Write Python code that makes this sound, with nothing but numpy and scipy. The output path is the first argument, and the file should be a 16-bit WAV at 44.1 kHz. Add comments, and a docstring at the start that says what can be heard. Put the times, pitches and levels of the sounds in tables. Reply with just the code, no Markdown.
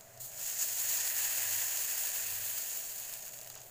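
"""Milk poured onto hot oil, spices and vegetables in a steel pan seethes, close to a microphone in a small kitchen.
Random pops, coloured by filters, make its dense sizzle and coarser boil; both sink as the pan floods and cools.
Decaying sines make the ringing bubbles and faint steel modes; shaped bursts make the first steam flash, the
single spits of oil and late slaps of the stream. Frying oil is steady pops, the gas flame is filtered noise,
and two wavering low sines make the hum underneath."""
import sys
import numpy as np
from scipy import signal
from scipy.fft import rfft, irfft
from scipy.io import wavfile
from scipy.ndimage import map_coordinates

SR = 44100
rng = np.random.default_rng(int(sys.argv[2]) if len(sys.argv) > 2 else 0)


def generate_wav(signal):
    """Clip the signal to [-1, 1] and save it as 16-bit WAV at the path in sys.argv[1]."""
    frames = np.transpose(np.atleast_2d(signal))
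    scaled = np.clip(frames, -1, 1) * 32767
    pcm = np.round(scaled).astype(np.int16)
    wavfile.write(sys.argv[1], SR, pcm)


N = 163170  # length [samples]


def undb(db):
    """Logarithmic level: decibels become an amplitude gain."""
    return 10 ** (np.asarray(db) / 20)


def unit(x):
    """Normalisation: scale to rms 1."""
    return x / np.sqrt(np.mean(x ** 2))


def convolve(x, h):
    """Linear filtering: pass a sound through an impulse response."""
    return signal.fftconvolve(x, h)[:N]


def response(points, size=4096):
    """Minimum phase: a causal impulse response from a (frequency [Hz], level [dB]) curve by way of its cepstrum."""
    hz, db = np.array(points, float).T
    f = np.maximum(np.fft.rfftfreq(size, 1 / SR), 1)
    curve_db = np.interp(np.log(f), np.log(hz), db)
    cepstrum = irfft(np.log(undb(curve_db)))
    # folding the cepstrum forward in time makes the response causal
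    cepstrum[1:size // 2] *= 2
    cepstrum[size // 2 + 1:] = 0
    return irfft(np.exp(rfft(cepstrum)))


def colour(x, points):
    """Spectral shaping: filter a flat sound without changing its power."""
    h = response(points)
    return convolve(x, h / np.linalg.norm(h))


def walk(rate):
    """Random modulation: smooth drift with spread 1, through `rate` random knots per second."""
    knots = rng.standard_normal(N // 10)
    return unit(map_coordinates(knots, [np.arange(N) / SR * rate], order=2, mode="wrap"))


POP_SPREAD_DB = 5.3


def pops(rate):
    """Shot noise: bubbles burst at random, many small and a few large, with power near 1."""
    chance = np.clip(rate / SR, 0, 1)
    hit = rng.random(N) < chance
    size = unit(undb(POP_SPREAD_DB * np.clip(rng.standard_normal(N), -2, 2)))
    polarity = np.sign(rng.standard_normal(N))
    return hit * size * polarity / np.sqrt(chance)


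ROOM_T60_S, ROOM_DB = 0.25, -13
PAN_ECHO_DECAY_S, PAN_ECHO_DB = 0.0021, 1


def scatter(x):
    """Diffuse reflection: each pop has its own spot, and so its own quick echoes from pan and kitchen."""
    def tail(decay, db):
        """Energy decay: smoothed power of the pops sets the envelope of fresh noise."""
        keep = np.exp(-1 / (decay * SR))
        power = signal.lfilter([1 - keep], [1, -keep], x ** 2 + 1e-18)
        return undb(db) * np.sqrt(power) * rng.standard_normal(N)

    pan = tail(PAN_ECHO_DECAY_S, PAN_ECHO_DB)
    room = tail(ROOM_T60_S / np.log(1000), ROOM_DB)
    return (x + pan + room) / np.sqrt(1 + undb(PAN_ECHO_DB) ** 2 + undb(ROOM_DB) ** 2)


def burst(t, start, decay):
    """Transient envelope: sudden rise and exponential fall."""
    return (t >= start) * np.exp(-np.maximum(t - start, 0) / decay)


# spectrum of the flame and kitchen air: (frequency [Hz], relative density [dB per Hz])
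FLAME_SPECTRUM = [(25, 4.5), (50, -9), (90, -3), (140, -2.5), (180, -3.5), (290, -12.5), (400, -4.5),
                  (520, -4.5), (660, 5.5), (800, -4), (1100, -12), (1750, -10), (2400, -14), (6000, -24.5)]
FLAME_DB = -59


def flame():
    """Broadband noise: the soft roar of the gas flame, with the kitchen air."""
    return undb(FLAME_DB) * colour(rng.standard_normal(N), FLAME_SPECTRUM)


# low hum tones: (frequency [Hz], level offset [dB])
HUM_TONES = [(100, 1.5), (121, 0.5)]
# swell of the lower tone, before its offset: (time [s], level [dB])
LOWER_HUM_SWELL = [(0.0, -72), (0.43, -70), (0.49, -87), (0.57, -74), (0.97, -73), (1.0, -80), (1.56, -65),
                   (1.69, -73), (2.17, -78), (2.34, -61), (2.52, -66), (2.63, -84), (2.69, -67),
                   (2.85, -97), (2.92, -80.5), (3.7, -84)]
# swell of the upper tone, before its offset: (time [s], level [dB])
UPPER_HUM_SWELL = [(0.0, -70), (0.24, -60), (0.3, -71), (1.69, -70.5), (1.87, -87), (2.51, -69.5),
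                   (2.59, -82), (3.53, -65), (3.7, -78)]
HUM_WAVER, HUM_WAVER_PER_S = 0.34, 14  # spread as a fraction of amplitude and as phase [rad]


def hum(t):
    """Amplitude and phase modulation: two low sine tones swell and waver."""
    out = np.zeros(N)
    for (hz, db), swell in zip(HUM_TONES, (LOWER_HUM_SWELL, UPPER_HUM_SWELL)):
        amplitude = 1 + HUM_WAVER * walk(HUM_WAVER_PER_S)
        phase = HUM_WAVER * walk(HUM_WAVER_PER_S)
        tone = amplitude * np.sin(2 * np.pi * hz * t + phase)
        swell_db = np.interp(t, *np.array(swell).T)
        out += unit(tone) * undb(db + swell_db)
    return out


# spectrum of fine pops in oil and milk: (frequency [Hz], relative density [dB per Hz])
SIZZLE_SPECTRUM = [(300, -27), (1000, -17), (2500, -6), (3700, -4.5), (4500, 0), (7000, -0.5), (10000, 0.5),
                   (13000, -0.5), (16000, -2)]
FRY_DB, FRY_POPS_PER_S = -64.5, 16000


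def frying():
    """Stationary shot noise: the spices fizz quietly in the oil."""
    return undb(FRY_DB) * colour(pops(FRY_POPS_PER_S), SIZZLE_SPECTRUM)


BOIL_POPS_PER_S = 4000  # for slaps, and for the boil at full activity
# slaps of the stream in the pool: (time [s], level [dB], decay [s])
STREAM_SLAPS = [(3.385, -62, 0.022), (3.499, -54.5, 0.017), (3.56, -45.5, 0.0028), (3.569, -57.5, 0.037)]
# spectrum of a slap: (frequency [Hz], relative level [dB])
SLAP_SPECTRUM = [(300, -6), (750, 4), (1100, 0), (1650, 0), (2200, -7), (3000, 2), (4500, -1), (8000, -13),
                 (16000, -38)]


def slaps(t):
    """Impact transients: the thick stream splashes softly in the pool."""
    envelope = sum(undb(db) * burst(t, start, decay) for start, db, decay in STREAM_SLAPS)
    return colour(scatter(envelope * pops(BOIL_POPS_PER_S)), SLAP_SPECTRUM)


# spits of oil, before the common trim: (time [s], level [dB])
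OIL_SPITS = [(.009, -33), (0.1753, -33.5), (0.618, -32), (0.976, -26), (1.231, -23), (1.773, -19),
             (1.903, -23), (2.895, -28), (3.126, -28), (3.138, -20.5), (3.225, -31), (3.280, -27),
             (3.334, -32), (3.389, -29), (3.414, -25.5), (3.431, -36), (3.446, -31), (3.474, -26.5),
             (3.501, -24.5), (3.515, -35), (3.554, -29), (3.617, -33)]
# spectrum of a spit: (frequency [Hz], relative level [dB])
SPIT_SPECTRUM = [(300, -6), (700, 2), (1500, -2), (3000, 4.5), (5000, 9), (7000, 4.5), (10000, 7),
                 (16000, 1.5)]
SPIT_TRIM_DB, SPIT_DECAY_S, SPIT_PUFF_DB = -5, 0.0017, -10.5  # puff level is relative to its crack


def spits(t):
    """Impulse excitation: single drops burst in the oil with a sharp crack and a tiny puff."""
    puffs = sum(undb(db + SPIT_PUFF_DB) * burst(t, start, SPIT_DECAY_S) for start, db in OIL_SPITS)
    cracks = sum(undb(db) * (np.arange(N) == int(start * SR)) for start, db in OIL_SPITS)
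    noise = np.sign(rng.standard_normal(N))
    return undb(SPIT_TRIM_DB) * colour(cracks + puffs * noise, SPIT_SPECTRUM)


SIZZLE_POPS_PER_S = 14000  # for the splash, and for the sizzle at full activity
SPLASH_S, SPLASH_ATTACK_S, SPLASH_HOLD_S, SPLASH_DECAY_S = 0.196, 0.0076, 0.063, .05  # hold includes attack
SPLASH_DB = -47.5
# spectrum of the steam flash: (frequency [Hz], relative level [dB])
SPLASH_SPECTRUM = [(1000, -20), (3500, -7), (4200, -1.5), (5500, -6), (6400, -4.5), (9000, 0.5),
                   (11500, -0.5), (13000, -1), (13600, 6), (14500, -5), (16000, -0.5)]


def splash(t):
    """Flash evaporation: the first thin stream turns to steam in one short burst of pops."""
    age = t - SPLASH_S
    attack = np.clip(age / SPLASH_ATTACK_S, 0, 1)
    decay = np.exp(-np.maximum(age - SPLASH_HOLD_S, 0) / SPLASH_DECAY_S)
    steam = scatter(attack * decay * pops(SIZZLE_POPS_PER_S))
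    return undb(SPLASH_DB) * colour(steam, SPLASH_SPECTRUM)


# ringing of the pan under the boil: (frequency [Hz], t60 [s], level [dB])
STEEL_MODES = [(675.6, 0.39, -21), (1008, 0.21, -21), (1898, 0.11, -19), (2699, 0.47, -19)]


def ring(x, t):
    """Modal resonance: the boil makes the steel ring faintly."""
    out = np.zeros(N)
    for hz, t60, db in STEEL_MODES:
        mode = np.sin(2 * np.pi * hz * t) * np.exp(-t * np.log(1000) / t60)
        out += undb(db) * convolve(x, unit(mode) / np.sqrt(N))  # mode with energy 1
    return out


BUBBLE_COUNT, BUBBLE_LOW_HZ, BUBBLE_HIGH_HZ = 2000, 1690, 2097
BUBBLE_CYCLES, BUBBLE_DB = 9.6, 1.5  # cycles to fall to 1/e; largest bubble relative to the boil
FROTH_PEAK_S, FROTH_WIDTH_S = 1.24, 0.99


def bubbles(t, level_db):
    """Damped oscillation: larger bubbles ring a few cycles, most while milk spreads over the bare hot steel."""
    out, age = np.zeros(N + 1024), t[:1024]
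    swell = undb(level_db + BUBBLE_DB) * np.exp(-((t - FROTH_PEAK_S) / FROTH_WIDTH_S) ** 2)
    for when, pitch, size in rng.random((BUBBLE_COUNT, 3)):
        i = int(when * N)
        hz = BUBBLE_LOW_HZ * (BUBBLE_HIGH_HZ / BUBBLE_LOW_HZ) ** pitch
        tone = np.sin(2 * np.pi * hz * age) * np.exp(-age * hz / BUBBLE_CYCLES)
        out[i:i + 1024] += swell[i] * size ** 2 * tone
    return out[:N]


SEETHE_BAND_HZ, HISS_FROM_HZ = (4600, 8200), 9800
FLICKER_DB, FLICKER_PER_S = 0.86, 90


def sizzle(fine_pops, fine_db, seethe_db):
    """Band modulation: fine pops are coloured, their seething band follows its own level, the top hiss flickers."""
    fizz = colour(scatter(fine_pops), SIZZLE_SPECTRUM)
    seethe_filter = signal.butter(3, SEETHE_BAND_HZ, "band", fs=SR, output="sos")
    hiss_filter = signal.butter(2, HISS_FROM_HZ, "high", fs=SR, output="sos")
    seethe = signal.sosfiltfilt(seethe_filter, fizz)
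    hiss = signal.sosfiltfilt(hiss_filter, fizz)
    # each band is already in the fizz, so only its change of gain is added
    seethe_change = seethe * (undb(seethe_db - fine_db) - 1)
    hiss_change = hiss * (undb(FLICKER_DB * walk(FLICKER_PER_S)) - 1)
    return fizz + seethe_change + hiss_change


# spectrum of the coarse boil: (frequency [Hz], relative density [dB per Hz])
BOIL_SPECTRUM = [(280, -23.5), (480, -10.5), (750, -4), (1200, -8.5), (1450, -5), (1650, 1.5), (1950, -3),
                 (2250, -4.5), (2650, 1), (3050, -3.5), (3600, -10), (6000, -19.5)]
FULL_DB, THINNING = -37, .6  # fine level of full activity; pop rate follows power to this exponent
SIZZLE_TRIM_DB, BOIL_TRIM_DB, POUR_RISE_DB_PER_S = -2, -2.5, 147  # the rise leads up to the first POUR_LEVELS row
SPUTTER_DB, SPUTTER_PER_S, SURGE_DB, SURGE_PER_S = 0.57, 230, 0.86, 28
# the pour, before trims and sputter:
# (time [s], level of the seething 7 kHz band [dB], level of the fine sizzle [dB], level of the coarse boil [dB])
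POUR_LEVELS = [(0.33, -51.5, -51.5, -60.5), (0.47, -40.5, -40.5, -52), (0.57, -39.5, -40, -50.5),
               (0.62, -33.5, -36.5, -46), (0.66, -40, -36.5, -53.5), (0.69, -38, -37, -51),
               (0.95, -36.5, -35.5, -47), (1.02, -36, -38, -45), (1.13, -41, -37, -47),
               (1.16, -38, -36, -45), (1.62, -38, -36.5, -45.5), (1.66, -38.5, -38, -48),
               (2.15, -40.5, -38, -47.5), (2.47, -43.5, -39.5, -50), (2.78, -42.5, -41, -53),
               (2.88, -46, -43.5, -57.5), (3.12, -47.5, -45, -54), (3.14, -50, -47, -57),
               (3.15, -49.5, -47.5, -57), (3.52, -55, -54, -63), (3.58, -57, -63, -56.5),
               (3.6, -54.5, -56.5, -67), (3.67, -62, -55.5, -78), (3.7, -72, -63, -83)]


def pour(t):
    """Boiling on hot steel: fine pops and coarser bubbles sputter together and thin out as the pan cools."""
    times, *levels = np.array(POUR_LEVELS).T
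    seethe_db, fine_db, coarse_db = (np.interp(t, times, db) for db in levels)
    sputter_db = SPUTTER_DB * walk(SPUTTER_PER_S) + SURGE_DB * walk(SURGE_PER_S)
    onset_db = -POUR_RISE_DB_PER_S * np.maximum(times[0] - t, 0)
    shared_db = sputter_db + onset_db
    activity = undb(fine_db - FULL_DB) ** (2 * THINNING)
    fine_pops = pops(SIZZLE_POPS_PER_S * activity) * undb(fine_db + shared_db + SIZZLE_TRIM_DB)
    coarse_pops = pops(BOIL_POPS_PER_S * activity) * undb(coarse_db + shared_db + BOIL_TRIM_DB)
    boil = scatter(coarse_pops)
    fizz = sizzle(fine_pops, fine_db, seethe_db)
    return fizz + colour(boil, BOIL_SPECTRUM) + ring(boil, t) + bubbles(t, coarse_db)


WALLS_DELAY_S, WALLS_DECAY_S, WALLS_DB = 0.00259, 0.017, -15


def walls(x, t):
    """Comb filtering: fixed reflections from stove and walls interfere a little with the direct sound."""
    h = rng.standard_normal(N) * np.exp(-t / WALLS_DECAY_S) * (t > WALLS_DELAY_S)
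    return x + undb(WALLS_DB) * convolve(x, h / np.linalg.norm(h))


def scene():
    """Superposition: pan and kitchen add up; one microphone feeds both channels."""
    t = np.arange(N) / SR
    pan = frying() + slaps(t) + spits(t) + splash(t) + pour(t)
    mono = flame() + hum(t) + walls(pan, t)
    return np.array([mono, mono])


# microphone port resonances: (frequency [Hz], gain [dB])
PORT_RESONANCES = [(20, -2.5), (3200, 1), (3750, -1), (4200, 1), (5850, 2), (6300, 8), (6800, 14.5),
                   (7300, 11), (7850, 8.5), (8450, 2.5), (9700, 2), (11000, -0.5), (12200, 4.5), (13200, 3),
                   (14500, 8.5), (15400, 14.5)]
TOP_HZ = 15520


def record(dry):
    """Cavity resonance: the microphone port rings in the treble; a low-pass filter cuts the top steeply."""
    lowpass = signal.firwin(1601, TOP_HZ, window=("kaiser", 8), fs=SR)
    port = response(PORT_RESONANCES)
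    return np.array([signal.fftconvolve(convolve(ch, port), lowpass, mode="same") for ch in dry])


dry = scene()
out = record(dry)
generate_wav(out)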